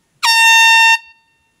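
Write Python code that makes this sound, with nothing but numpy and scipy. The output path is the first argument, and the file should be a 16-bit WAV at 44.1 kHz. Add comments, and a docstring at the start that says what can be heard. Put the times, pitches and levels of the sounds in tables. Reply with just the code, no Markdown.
"""Air horn on a porch

One blast of a hand-held gas horn, facing a lawn. The gas drives a diaphragm, which starts with a rough
falling squeal, locks on a steady brassy note over the hiss of the gas, and stops when the valve shuts.
Walls and trees reflect the note. Automatic gain control ducks under the blast and creeps up again
over a quiet outdoor background."""
import sys
import numpy as np
from scipy import signal
from scipy.fft import rfft, irfft
from scipy.io import wavfile
from scipy.ndimage import uniform_filter1d

SR = 44100
rng = np.random.default_rng(int(sys.argv[2]) if len(sys.argv) > 2 else 0)


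def waveform_to_disk(signal):
    """Save audio, clipped to [-1, 1], as 16-bit WAV at the path in sys.argv[1]."""
    frames = np.transpose(np.atleast_2d(signal))
    scaled = np.clip(frames, -1, 1) * 32767
    samples = np.round(scaled).astype(np.int16)
    wavfile.write(sys.argv[1], SR, samples)


N = 70560
TIME = np.arange(N) / SR

# The valve opens and shuts. Each row: time in seconds, drive level in dB.
VALVE_DRIVE = [(.214, -105), (.226, -40.5), (.236, -23), (.248, -8), (.264, -6), (.29, 1), (.34, -1.5),
               (.48, 3.5), (.62, 3), (.942, 1), (.953, -4.5), (.961, -23), (.975, -71.5)]

def air_horn():
    """Superposition: the gas-driven sources add to their own reflections."""
    drive = from_db(in_time(VALVE_DRIVE)) * valve_open()
    rough = 1 - step(.257, time_s=.003)  # ends as the note locks
    partials = diaphragm(drive, rough)
    direct = partials.real.sum(axis=0) + squeaks() + puff() + drive * gas_noise(rough)
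    return direct + porch(direct) + wall_echoes(direct) + far_echoes(partials) + scatter(partials)

def valve_open():
    """True while gas drives the diaphragm."""
    return (TIME > VALVE_DRIVE[0][0]) & (TIME < VALVE_DRIVE[-1][0])

# The diaphragm's pitch. Each row: time in seconds, frequency in Hz.
PITCH_GLIDE = [(.226, 1500), (.234, 1380), (.241, 1240), (.248, 1090), (.254, 962), (.261, 935),
               (.273, 919), (.295, 912.3), (.36, 909.8), (.5, 908.6), (.7, 908.3), (.94, 907.7),
               (.948, 920), (.956, 910)]
# Harmonics, from the fundamental up. Each row, in relative dB: level as the note locks,
# level at full blast, level as the pressure sags, share returned from afar.
HARMONICS = [(-5, -5, -3.5, -4), (-7, -2.5, -1.5, -4.5), (-6.5, -2, -1, -1), (-7.5, -6.5, -9.5, -1.5),
             (-9.5, -17, -18.5, 3.5), (-4, -16.5, -16, -11), (-17.5, -15.5, -20.5, -14),
             (-16.5, -18.5, -22.5, -14.5), (-22, -25.5, -28, -19), (-15, -29, -31.5, -27),
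             (-18.5, -31, -35, -32.5), (-19.5, -29.5, -30, -34), (-26, -32, -36, -34.5),
             (-24, -29.5, -34.5, -35.5), (-29.5, -34, -36.5, -40), (-33.5, -33, -39, -38.5),
             (-38.5, -36.5, -47.5, -41)]

def diaphragm(drive, rough):
    """Self-sustained oscillation gives a harmonic series: one rotating phasor per partial."""
    jitter, rough_per_s = .0006, 500
    pitch = in_time(PITCH_GLIDE) * (1 + jitter * drift(280) + .035 * rough * drift(rough_per_s))
    note_hz = np.median(pitch)
    phase = 2 * np.pi * np.cumsum(pitch) / SR
    settled = step(.36, time_s=.025)  # the tone mellows
    sagged = step(.7, time_s=.021)  # and dulls as the can loses pressure
    thin = 1 - step(.272, time_s=.0032)  # overtones build up after the fundamental
    horn_db = -2
    partials = []
    for k, (lock_db, full_db, sag_db, _) in enumerate(HARMONICS, 1):
        waver_db = min(.3 * (k - 1) * note_hz / 1000, 2.4) * drift(10)  # upper partials wander more
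        db = lock_db + (full_db - lock_db) * settled + (sag_db - full_db) * sagged
        db += swell_db(k * note_hz) + thin * (9.5 - 5 * np.log2(k))
        flutter = 1 + .12 * rough * drift(rough_per_s)
        amplitude = drive * from_db(horn_db + db + waver_db) * flutter * (k * pitch < SR / 2)
        spread_phase = np.pi * (k * k + 1) / 4  # staggered phases keep the brassy tone's peaks low
        partials.append(amplitude * np.exp(1j * (k * phase + spread_phase)))
    return np.array(partials)

# Brief swells and dips. Each row: centre and half width in seconds, frequency in Hz, change in dB.
OVERTONE_SWELLS = [(0.447, .028, 4540, -15), (0.42, 0.051, 8180, 10), (.41, 0.039, 6360, -4),
                   (.335, 0.014, 7270, -7.5), (0.97, .03, 7270, -7.5), (.955, 0.013, 4540, 8)]

def swell_db(hz):
    """Amplitude modulation of the single overtone near this frequency."""
    return sum(db * pulse(s, width_s) for s, width_s, at_hz, db in OVERTONE_SWELLS
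               if abs(at_hz - hz) < 400)

# Starting squeaks. Each row: centre and half width in seconds, frequency in Hz, level in dB.
ONSET_SQUEAKS = [(0.2363, .002, 4184, -12), (0.2382, .004, 2600, -18), (0.242, .002, 3830, -15.5),
                 (0.2474, .0035, 2337, -5.5), (0.252, 0.0026, 3330, -10.5)]

def squeaks():
    """Onset transient: the diaphragm gives short falling chirps before it locks."""
    out, fall_hz_per_s = 0, 29000
    for s, width_s, hz, db in ONSET_SQUEAKS:
        t = TIME - s
        out += from_db(db) * pulse(s, width_s) * np.sin(2 * np.pi * t * (hz - fall_hz_per_s * t / 2))
    return out

# Spectra of the hiss and the sputter. Each row: frequency in Hz, relative density in dB.
HISS_SPECTRUM = [(60, -28.5), (400, -16.5), (800, -14.5), (1500, -14), (2300, -0.5), (3100, 3.5),
                 (4200, -8), (5900, -4.5), (6900, -13), (8300, -9), (9500, -21.5), (12000, -33.5),
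                 (15500, -38.5)]
SPUTTER_SPECTRUM = [(50, -26), (350, -32), (700, -30.5), (1200, -9), (1750, -22.5), (2400, 3),
                    (2900, -11.5), (3700, -1.5), (4900, -11), (5600, -1), (6500, -19), (7500, -2.5),
                    (8700, -20), (10200, -8), (11500, -37.5), (13400, -18), (15500, -24)]

def gas_noise(rough):
    """Broadband flow noise: the gas hisses, and sputters until the diaphragm locks."""
    return from_db(-30) * noise(HISS_SPECTRUM) + rough * from_db(-1.5) * noise(SPUTTER_SPECTRUM)

# Spectrum of the closing puff. Each row: frequency in Hz, relative density in dB.
PUFF_SPECTRUM = [(300, -26), (1400, -8), (2600, -3), (4500, -11.5), (8000, -6.5), (11000, -2), (13500, -18),
                 (15500, -26)]

def puff():
    """Exponential decay of hiss as the valve shuts, chopped by the slackening diaphragm."""
    shut_s, t60_s = .953, .11
    envelope = from_db(-36 - 60 * np.maximum(TIME - shut_s, 0) / t60_s) * step(shut_s, time_s=.0015)
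    return envelope * noise(PUFF_SPECTRUM) * from_db(4 * drift(120))

def porch(x):
    """Reverberation: dense early reflections from the porch walls and roof die quickly."""
    t60_s = .22
    response = rng.standard_normal(N) * from_db(-60 * TIME / t60_s) * step(.008, time_s=.001)
    ring = signal.fftconvolve(x, response / np.linalg.norm(response))[:N]
    return from_db(-22) * dull(ring, edge_hz=11000)

# Nearby walls. Each row: delay in seconds, level in dB, treble edge in Hz.
WALL_REFLECTIONS = [(.019, -22.5, 6994), (.052, -28, 7000)]

def wall_echoes(x):
    """Specular reflection: each wall returns a later, duller copy."""
    return sum(from_db(db) * dull(delayed(x, s), edge_hz) for s, db, edge_hz in WALL_REFLECTIONS)

# Buildings across the lawn. Each row: delay in seconds, relative level in dB.
FAR_REFLECTIONS = [(0.171, -34), (.33, -48.5)]

def far_echoes(partials):
    """Frequency-dependent reflection: each partial returns at its own strength."""
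    note = from_db(np.array(HARMONICS)[:, -1]) @ partials.real
    return sum(from_db(db) * delayed(note, s) for s, db in FAR_REFLECTIONS)

def scatter(partials):
    """Diffuse scattering by far trees and houses: each partial builds up, wavers and dies away."""
    scatter_db, delay_s, t60_s = -46, .08, 1.8
    note_hz = np.median(in_time(PITCH_GLIDE)[valve_open()])
    energy_kept = from_db(-120 / (t60_s * SR))  # per sample
    out = 0
    for k, (partial, (*_, far_db)) in enumerate(zip(partials, HARMONICS), 1):
        energy = lag(delayed(abs(partial) ** 2, delay_s), energy_kept)
        fading = 1 + .5 * (drift(4) + 1j * drift(4))
        tone = np.real(fading * np.exp(2j * np.pi * k * note_hz * TIME))
        out += from_db(scatter_db + far_db) * np.sqrt(energy) * tone
    return out

# Distant rumble and hiss. Each row: frequency in Hz, relative density in dB.
AMBIENT_SPECTRUM = [(25, -11.5), (60, -5.5), (160, -3), (300, -5.5), (600, -14), (1400, -17), (2700, -18),
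                    (5000, -22), (7000, -18.5), (8500, -24), (10500, -18.5), (11500, -30.5), (15500, -32)]
# Soft bumps. Each row: centre in seconds, level in dB, frequency in Hz, half width in seconds.
LOW_BUMPS = [(0.167, -63, 134, 0.029), (1.084, -58.5, 58.36, 0.028), (1.41, -59.5, 70, 0.016)]
# A trace of the note hangs in the distance. Each row: frequency in Hz, rms level in dB.
DISTANT_TONES = [(912, -77), (1829, -80)]

def outdoors():
    """The ambient noise floor, with a few low bumps and faint wavering tones."""
    out = from_db(-62.5) * noise(AMBIENT_SPECTRUM)
    for s, db, hz, width_s in LOW_BUMPS:
        band = [(hz / 2, -20), (hz, 0), (2 * hz, -20), (10 * hz, -70)]
        out += from_db(db) * pulse(s, width_s) * noise(band)
    for hz, db in DISTANT_TONES:
        out += from_db(db) * np.sqrt(2) * drift(4) * np.sin(2 * np.pi * hz * TIME)
    return out

def from_db(db):
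    """Decibels to amplitude ratio."""
    return 10 ** (np.asarray(db) / 20)

def rms_one(x):
    """Normalisation to unit rms."""
    return x / np.sqrt(np.mean(x ** 2) + 1e-20)

def in_time(rows):
    """Linear interpolation between (time, value) points."""
    return np.interp(TIME, *np.transpose(rows))

def step(at_s, time_s):
    """A sigmoid rise from 0 to 1."""
    return .5 + .5 * np.tanh((TIME - at_s) / (2 * time_s))

def pulse(at_s, half_width_s):
    """A Gaussian envelope with peak 1."""
    return np.exp(-((TIME - at_s) / half_width_s) ** 2)

def delayed(x, seconds):
    """Propagation delay: the same sound, later."""
    return np.interp(TIME - seconds, TIME, x, left=0)

def lag(x, kept):
    """Leaky integration: this share of the output is kept each sample."""
    return signal.lfilter([1 - kept], [1, -kept], x)

def drift(rate_hz):
    """Random fluctuation: low-passed noise with unit rms."""
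    r = np.exp(-2 * np.pi * rate_hz / SR)
    return rms_one(signal.lfilter([1], [1, -2 * r, r * r], rng.standard_normal(2 * N))[N:])

def noise(spectrum):
    """Spectral shaping of white noise, with unit rms."""
    hz, db = np.transpose(spectrum)
    bin_hz = np.arange(N // 2 + 1) * SR / N
    gain = from_db(np.interp(np.log(bin_hz + 1), np.log(hz), db))
    return rms_one(irfft(rfft(rng.standard_normal(N)) * gain, N))

def dull(x, edge_hz):
    """Low-pass filtering: treble is lost on the way."""
    return signal.sosfilt(signal.butter(3, edge_hz, fs=SR, output="sos"), x)

def scene():
    """The horn superposed on the background, in mono."""
    return (air_horn() + outdoors())[None]

def record(dry):
    """Compression: the gain ducks fast and recovers slowly; peaks are rounded and the top is cut."""
    threshold_db, slope, attack_s, release_db_per_s = -19.5, .42, .0017, 9.5
    ceiling, cutoff_hz = .8, 15750
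    level_db = 10 * np.log10(np.abs(uniform_filter1d(dry[0] ** 2, size=145)) + 1e-12)
    excess_db = np.maximum(level_db - threshold_db, 0)
    release_db = release_db_per_s * TIME
    duck_db = np.maximum.accumulate(slope * excess_db + release_db) - release_db
    ducked = dry * from_db(-lag(duck_db, np.exp(-1 / (attack_s * SR))))
    rounded = ducked / (1 + (ducked / ceiling) ** 20) ** (1 / 20)
    low_pass = signal.firwin(401, cutoff_hz, fs=SR, window="blackman")
    return signal.fftconvolve(rounded, low_pass[None], "same")

dry = scene()
out = record(dry)
waveform_to_disk(out)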